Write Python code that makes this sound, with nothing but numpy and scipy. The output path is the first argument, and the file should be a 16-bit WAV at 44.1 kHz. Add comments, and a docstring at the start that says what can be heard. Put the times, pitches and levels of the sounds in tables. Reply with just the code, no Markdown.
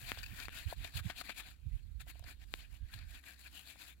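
"""First comes a gritty rubbing and a bright hiss: a gloved hand works soil through a wooden box sieve,
outdoors and a little to the left. Each stroke crushes crumbs against the mesh and lets fine soil through.
Light wind buffets the microphone over a faint low hum. Twigs snap, the frame is knocked,
grit scratches the wires and clods rattle in the box."""
import sys
import numpy as np
from scipy import signal
from scipy.fft import rfft, irfft
from scipy.io import wavfile
from scipy.ndimage import uniform_filter1d, map_coordinates

SR = 44100
rng = np.random.default_rng(int(sys.argv[2]) if len(sys.argv) > 2 else 0)


def int16_out(signal):
    """Quantize to a 16-bit WAV file."""
    q = np.round(np.clip(np.atleast_2d(signal).T, -1, 1) * 32767)
    wavfile.write(sys.argv[1], SR, q.astype(np.int16))


N = 176400
T = np.arange(N) / SR


def amp(db):
    """Turn decibels into a gain to multiply by."""
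    return 10 ** (np.asarray(db) / 20)


def unit(x):
    """Scale a sound to an average (rms) level of 1."""
    return x / np.sqrt(np.mean(x ** 2) + 1e-30)


def even(response):
    """Scale a filter so that white noise keeps its power."""
    return response / np.sqrt(np.sum(response ** 2) + 1e-30)


def through(x, response):
    """Pass a sound through a filter, given as its response to one click."""
    return signal.fftconvolve(x, response)[:len(x)]


def tone(points, size=4096):
    """Make a filter's click response from (pitch [Hz], level [dB]) points."""
    hz, db = np.array(points, float).T
    log_hz = np.log(np.arange(size // 2 + 1) * SR / size + 1)
    cepstrum = irfft(np.interp(log_hz, np.log(hz), np.log(amp(db))))
    cepstrum[1:size // 2] *= 2  # fold it so that nothing sounds before the click
    cepstrum[size // 2 + 1:] = 0
    return irfft(np.exp(rfft(cepstrum)))


def lowpass(x, hz, order=2):
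    """Soften everything above hz."""
    return signal.sosfilt(signal.butter(order, min(hz, SR / 3), fs=SR, output="sos"), x)


def wander(per_s):
    """A smooth random drift, about 1 in size."""
    hold = max(int(SR / per_s), 2)
    steps = np.repeat(rng.standard_normal(N)[:N // hold + 1], hold)
    return unit(uniform_filter1d(steps, hold)[:N])


def add(out, time, sound):
    """Mix a sound in at a time in seconds."""
    start = int(time * SR)
    out[start:start + len(sound)] += sound[:N - start]


def grains(per_s, spread_db):
    """Tiny impacts of uneven size at random moments."""
    hits = (rng.random(N) < per_s / SR) * np.sign(rng.standard_normal(N))
    return unit(hits * amp(spread_db * np.clip(rng.standard_normal(N), -2.5, 2.5)))


def rattle(decay, hits_per_s=2600, spread_db=0.5, size=4096):
    """A quick run of impacts that dies away."""
    hits = (rng.random(size) < hits_per_s / SR) * rng.choice([-1, 1], size)
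    strength = amp(spread_db * rng.standard_normal(size))
    return even(hits * strength * np.exp(-T[:size] / decay)) * np.sqrt(decay * SR / 2)


def blow(sound, db):
    """Give a short sound the energy of 4 ms at this level."""
    return even(sound) * amp(db) * np.sqrt(.004 * SR)


def ring(notes, detune=0, size=4096):
    """A struck object's fading notes, each off its pitch by a random share."""
    t = T[:size]
    tuning = 1 + detune * rng.standard_normal(len(notes))
    return even(sum(amp(db - 60 * t / fade) * np.sin(2 * np.pi * hz * k * t)
                    for (hz, fade, db), k in zip(notes, tuning)))


# notes of the loaded box (pitch [Hz], time to fade by 60 dB [s], level [dB])
BOX_NOTES = [(280, 0.011, 6.5), (725.5, 0.039, 2.5), (990, 0.013, 6), (1585, 0.04, 5.5), (1827, 0.04, 8),
             (2480, 0.021, 12.5), (3660, 0.025, 6.5), (4246, 0.031, 0.5)]
def box_ring(detune=0.036):
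    """The wooden box rings; the hand and the shifting load put it slightly out of tune each time."""
    return ring(BOX_NOTES, detune)


# tone of the box's hollow (pitch [Hz], level [dB])
HOLLOW_TONE = [(280, -6.5), (450, -7.5), (700, -2.5), (1200, -1), (1550, -0.5), (2480, -1), (4400, -1.5),
               (5850, -3.5), (7450, 3.5), (8600, -1), (10500, 1)]
def hollow(x):
    """The box colours the sound of soil moving in it."""
    return through(x, tone(HOLLOW_TONE))


def coarse_crumbs(per_s=330, low_hz=1497, high_hz=4410, decay_cycles=7.1, spread_db=3.5):
    """Big crumbs crack one by one, each a few cycles at a random pitch."""
    out = np.zeros(N)
    for when, pitch, chance in rng.random((int(per_s * N / SR), 3)):
        hz = low_hz * (high_hz / low_hz) ** pitch
        cycles = hz * T[:512]
        strength = amp(spread_db * min(-np.log(chance), 3))
        add(out, when * T[-1], strength * np.exp(-cycles / decay_cycles) * np.sin(2 * np.pi * cycles))
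    return unit(out)


def glove_roll(x, band_range_hz=(1136, 5240), bands=9, swing_db=3.5):
    """As the glove rolls over the crumbs, each band of pitch swells and fades on its own."""
    spectrum = rfft(x)
    log_hz = np.log(np.arange(len(spectrum)) * SR / N + 1)
    centres = np.linspace(*np.log(band_range_hz), bands)
    parts = [irfft(spectrum * np.interp(log_hz, centres, band), N) for band in np.eye(bands)]
    return unit(sum(part * amp(swing_db * wander(per_s=36)) for part in parts))


CRUMBS_PER_S, CRUMB_SPREAD_DB, FINES_PER_S, FINE_SPREAD_DB = 4500, 3, 15000, 2.5
# tones of crushed crumbs and of fine soil (pitch [Hz], level [dB])
CRUNCH_TONE = [(120, -25), (270, 4.5), (450, -15.5), (690, -19), (900, -11.5), (1300, -6.5), (1560, 0),
               (2080, -4.5), (2400, 3.5), (2950, -1.5), (4400, 2), (5600, -12), (8000, -21), (15000, -39)]
HISS_TONE = [(1000, -9.5), (4000, -2.5), (5800, -5.5), (7500, -2), (8600, -4), (10000, 0), (12500, -1.5),
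             (15500, -6.5)]
# hand strokes (peak time [s], rise [s], fall [s], crunch level [dB], hiss level [dB], rasp pitch [Hz])
HAND_STROKES = [(.03, 0.09, 0.072, -54.5, -57, 2560), (.10, 0.031, 0.035, -43.5, -53, 2430),
                (0.2, 0.047, 0.015, -50, -61, 2540), (.325, 0.14, 0.036, -54.5, -66, 2590),
                (0.426, 0.067, 0.037, -45, -52.5, 2420), (0.568, 0.044, 0.067, -45, -51.5, 2720),
                (0.717, 0.039, 0.02, -47, -52.5, 3170), (0.836, 0.065, 0.017, -53.5, -61, 2800),
                (0.853, 0.014, 0.042, -45.5, -55.5, 2280), (0.983, 0.039, 0.018, -43.5, -48, 3370),
                (1.09, 0.05, 0.027, -48, -56.5, 2850), (1.204, 0.036, 0.015, -43, -49, 3640),
                (1.26, 0.023, 0.017, -50, -56.5, 1720), (1.299, 0.018, 0.026, -43.5, -57, 2280),
                (1.396, 0.032, 0.016, -43.5, -49.5, 2570), (1.479, 0.046, 0.046, -51.5, -60, 2400),
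                (1.765, 0.058, 0.042, -68, -75.5, 2530), (2.006, 0.0084, 0.02, -51, -56.5, 1860),
                (2.099, 0.024, 0.018, -51, -55.5, 1960), (2.16, 0.026, 0.055, -66, -74, 2800),
                (2.293, .035, 0.034, -49.5, -58, 2000), (2.436, 0.031, 0.0099, -57, -67.5, 2840),
                (2.565, 0.061, 0.04, -62, -62, 3700), (2.609, 0.022, 0.047, -55, -68, 2470),
                (2.749, 0.041, 0.036, -63.5, -67.5, 2270), (2.954, 0.052, 0.024, -63.5, -63, 2030),
                (3.02, 0.12, 0.026, -57, -74.5, 1730), (3.162, 0.069, 0.03, -53, -59, 2180),
                (3.281, 0.039, 0.063, -52, -58, 2080), (3.409, 0.022, 0.046, -59.5, -60.5, 4050),
                (3.466, 0.02, 0.019, -52, -63, 2340), (3.577, 0.049, 0.048, -51.5, -55, 2870),
                (3.693, 0.036, 0.05, -51.5, -55, 3700), (3.815, 0.029, 0.046, -50, -54.5, 3960),
                (3.891, 0.021, 0.032, -53.5, -57.5, 2650)]
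def rubbing(rasp_db=5, rasp_octaves=0.63, box_db=-8.5):
    """Each stroke swells and fades: crumbs rasp on the mesh and ring the box, fine soil hisses through."""
    catch = wander(per_s=220)  # the glove catches and slips
    crumbs = amp(1.38 * catch) * grains(CRUMBS_PER_S, CRUMB_SPREAD_DB)
    crumbs = glove_roll(through(crumbs, even(tone(CRUNCH_TONE))) + amp(-6) * coarse_crumbs())
    fines = through(amp(2 * catch) * grains(FINES_PER_S, FINE_SPREAD_DB), even(tone(HISS_TONE)))
    taps = grains(CRUMBS_PER_S, CRUMB_SPREAD_DB)
    out = amp(-74) * crumbs + amp(-80.5) * fines  # a trickle goes on between strokes
    width = 2 ** rasp_octaves
    for peak, rise, fall, crunch_db, hiss_db, hz in HAND_STROKES:
        span = slice(max(int((peak - 3 * rise) * SR), 0), int((peak + 3 * fall) * SR))
        t = T[span] - peak
        push = np.exp(-np.abs(t / np.where(t < 0, rise, fall)) ** 2.05)  # a lopsided bell curve
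        grip = tone([(hz / width, -rasp_db), (hz, 0), (hz * width, -rasp_db)], size=1024)
        rasp = unit(through(crumbs[span], grip))
        box = amp(box_db) * through(taps[span], box_ring())
        out[span] += push * (amp(crunch_db) * (rasp + box) + amp(hiss_db) * fines[span])
    return hollow(out)


# tone of pouring soil (pitch [Hz], level [dB])
POUR_TONE = [(4000, -15), (6000, -16), (8000, -13), (10500, -13), (14500, -5)]
# runs of fine soil (start [s], end [s], level [dB])
POUR_RUNS = [(0, .45, -58), (2.09, 2.104, -53.5)]
def pouring(fade_s=0.015):
    """Fine soil falls through the mesh in bright runs of tiny impacts."""
    flow = sum(amp(db) * np.clip(1 + np.minimum(T - start, end - T) / fade_s, 0, 1)
               for start, end, db in POUR_RUNS)
    return flow * through(grains(FINES_PER_S, FINE_SPREAD_DB), even(tone(POUR_TONE)))


# gusts of wind (peak time [s], half length [s], level [dB], top pitch [Hz])
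WIND_GUSTS = [(0.036, 0.026, -46.5, 96), (.19, 0.11, -46.5, 81), (0.332, 0.012, -40, 118),
              (0.5, 0.15, -50.5, 85), (0.673, 0.014, -29.5, 82), (0.799, 0.046, -40, 95),
              (0.969, 0.021, -35.5, 105), (1.011, 0.011, -37, 70), (1.062, 0.015, -32, 133),
              (1.489, 0.02, -48.5, 74.4), (1.666, 0.028, -35.5, 93), (1.739, 0.031, -32, 63),
              (1.933, 0.18, -45, 76.6), (2.222, 0.054, -46.5, 79), (2.514, 0.15, -52, 77.4),
              (2.73, 0.032, -44.5, 72), (2.828, 0.015, -34, 74.6), (2.954, 0.011, -40, 106),
              (3.051, 0.079, -42.5, 71.4)]
def wind(breeze_db=-55.5, breeze_ends_s=3.2, lowest_hz=35, left_db=-19.5, shared=0.24):
    """Swirls of air rumble and thump on the microphone, mostly on the right."""
    low_cut = signal.butter(3, lowest_hz, "high", fs=SR, output="sos")
    left, right = signal.sosfilt(low_cut, rng.standard_normal((2, N)))
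    noise = np.array([shared * right + np.sqrt(1 - shared ** 2) * left, right])
    fade_out = np.clip((breeze_ends_s - T) / 0.029, 0, 1)
    out = amp(breeze_db) * unit(lowpass(noise, hz=43.3, order=3)) * fade_out
    for peak, half, db, hz in WIND_GUSTS:
        swell = np.exp(-((T - peak) / half) ** 2)
        out += amp(db) * unit(lowpass(noise, hz, order=4) * swell) * np.sqrt(np.mean(swell ** 2))
    return signal.sosfilt(low_cut, out) * amp([[left_db], [0]])


# tone of still air (pitch [Hz], level [dB])
AIR_TONE = [(25, -6.5), (60, 12), (130, -3.5), (260, -8), (450, -20.5), (1000, -27.5), (4000, -33),
            (15000, -32)]
def air_and_hum(air_db=-66, hum_hz=64, hum_db=-62, hum_left_db=-9.5):
    """Quiet outdoor air and a low, slightly wavering hum."""
    noise = rng.standard_normal((2, N)) + 0.67 * rng.standard_normal(N)  # partly shared by both sides
    air = np.array([unit(through(side, tone(AIR_TONE))) for side in noise])
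    pitch = hum_hz * (1 + .015 * wander(per_s=6))
    hum = unit(np.sin(2 * np.pi * np.cumsum(pitch) / SR) * amp(1.8 * wander(per_s=7)))
    return amp(air_db) * air + amp(hum_db) * hum * amp([[hum_left_db], [0]])


# tone of one snap (multiple of its strongest pitch [ratio], level [dB])
SNAP_TONE = [(.03, -26), (.12, -4.5), (.4, -6), (1, 1.5), (1.6, -2), (2.6, -19.5), (6, -26)]
# snapping twigs and small stones (time [s], level [dB], strongest pitch [Hz])
TWIG_SNAPS = [(0.1183, -31, 1900), (0.4034, -46.5, 2870), (0.484, -39, 1460), (.493, -48, 2230),
              (0.8468, -42.5, 2350), (1.0988, -41, 1930), (1.2154, -49, 1900), (2.1949, -54.5, 8900),
              (2.5396, -31.5, 2350)]
def snaps():
    """Twigs and small stones give single dry cracks that do not ring."""
    out = np.zeros(N)
    for time, db, hz in TWIG_SNAPS:
        crack = tone([(hz * multiple, level) for multiple, level in SNAP_TONE])
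        add(out, time, blow(crack, db))
    return out


# knocks on the frame (time [s], level [dB], top pitch [Hz], fade time under the grip [s])
FRAME_KNOCKS = [(0.1733, -47.5, 1500, .002), (0.7255, -36, 950, 0.0061), (0.848, -48, 920, 0.034),
                (1.100, -42, 900, 0.033), (1.213, -45.5, 900, .03), (1.294, -45.5, 910, 0.033),
                (2.068, -59.5, 1000, .04), (2.155, -60, 950, .04), (2.196, -58.5, 1000, .04),
                (2.225, -60, 850, .04), (2.243, -58, 950, .04), (2.74, -60.5, 2400, .004),
                (3.758, -57.5, 1540, .003)]
def knocks(lowest_hz=534):
    """Soft blows make a hollow tock, cut short by the hand's grip; the small frame gives little bass."""
    out = np.zeros(N)
    low_cut = signal.butter(4, lowest_hz, "high", fs=SR, output="sos")
    for time, db, hz, fade in FRAME_KNOCKS:
        wood = box_ring(detune=0.018)
        tock = signal.sosfilt(low_cut, wood * np.exp(-T[:len(wood)] / fade))
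        add(out, time, blow(lowpass(tock, hz, order=6), db))
    return out


# notes of the wire mesh (pitch [Hz], time to fade by 60 dB [s], level [dB])
MESH_NOTES = [(1740, 0.014, 5.5), (2586, 0.017, 9.5), (3260, 0.0038, -11), (4030, 0.0064, 3),
              (4540, 0.016, 0.5), (6880, 0.0033, -4)]
# grit on the mesh (time [s], fade time [s], level [dB], favoured pitch [Hz])
GRIT_SCRATCHES = [(0.1881, 0.002, -34, 3600), (0.2311, 0.0053, -34.5, 2420), (0.2384, .003, -36.5, 2400),
                  (0.2619, 0.0029, -37.5, 2940), (0.4009, 0.0012, -28.5, 2560),
                  (0.4536, 0.002, -35.5, 3070), (2.24, 0.0028, -44.5, 4360)]
def scratches(focus_db=6.5):
    """Grit dragged over the wires rings them in short, dry rasps."""
    out = np.zeros(N)
    for time, fade, db, hz in GRIT_SCRATCHES:
        focus = tone([(hz / 2, -focus_db), (hz, 0), (hz * 2, -focus_db)])
        wires = through(np.diff(ring(MESH_NOTES), prepend=0), focus)  # diff brightens the ring
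        add(out, time, amp(db) * through(rattle(fade), even(wires)))
    return out


# clods thrown against mesh and frame (time [s], fade time [s], level [dB], strongest pitch [Hz])
CLOD_HITS = [(0.8455, 0.0027, -31, 3220), (.990, 0.0085, -40, 1490), (1.0997, 0.014, -37.5, 1730),
             (1.212, 0.0051, -36, 1290), (1.293, 0.0028, -34.5, 1970), (1.299, 0.0065, -36, 2300),
             (1.398, 0.015, -45, 1110), (2.9376, 0.0039, -39, 4460), (2.989, 0.0028, -43.5, 3970),
             (3.239, 0.003, -48.5, 2450)]
def clods(step_octaves=0.92, box_db=-9.5):
    """Lumps of soil break against the frame and ring the box."""
    out = np.zeros(N)
    step = 2 ** step_octaves
    for time, fade, db, hz in CLOD_HITS:
        colour = tone([(hz / step ** 2, -18), (hz / step, -9), (hz, 0),
                       (4600, -6), (5800, -18), (15000, -24)])
        crack = through(rattle(fade), even(colour))
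        box = amp(box_db) * through(rattle(fade), box_ring())
        add(out, time, amp(db) * (crack + box))
    return hollow(out)


# tones on the right, straight from the sieve and scattered by the ground (pitch [Hz], level [dB])
DIRECT_TONE = [(200, 1.5), (700, -7.5), (1400, -16.5), (2500, -23), (4200, -35.5), (7000, -11.5),
               (8300, -26.5), (15000, -17)]
SCATTERED_TONE = [(200, -6.5), (450, -6), (700, 4), (1400, -4.5), (2500, -7), (4200, -5.5), (7000, 2.5),
                  (8200, -15), (15000, -21)]
def far_side(sieve, clatter, lead_s=.00005, scatter_s=0.0011, size=2048):
    """The shaded right side hears the sieve duller and a hair earlier, plus scattered soil noise."""
    ground = even(rng.standard_normal(size) * np.exp(-T[:size] / scatter_s))
    scattered = amp(-5) * rubbing()  # the same strokes with fresh random grains
    scattered += amp(-8.5) * through(clatter, ground)
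    shaded = through(sieve, tone(DIRECT_TONE))
    direct = map_coordinates(shaded, [(T + lead_s) * SR], mode="nearest")
    return direct + through(scattered, tone(SCATTERED_TONE))


def scene():
    """The sieve is clear on the left and shaded on the right, with wind, air and hum around it."""
    clatter = clods() + scratches()
    sieve = rubbing() + pouring() + clatter + knocks() + snaps()
    return np.array([sieve, far_side(sieve, clatter)]) + wind() + air_and_hum()


def record(dry, top_hz=15850):
    """Cut off the very highest treble."""
    return signal.sosfilt(signal.ellip(10, .1, 70, top_hz, fs=SR, output="sos"), dry)


dry = scene()
out = record(dry)
int16_out(out)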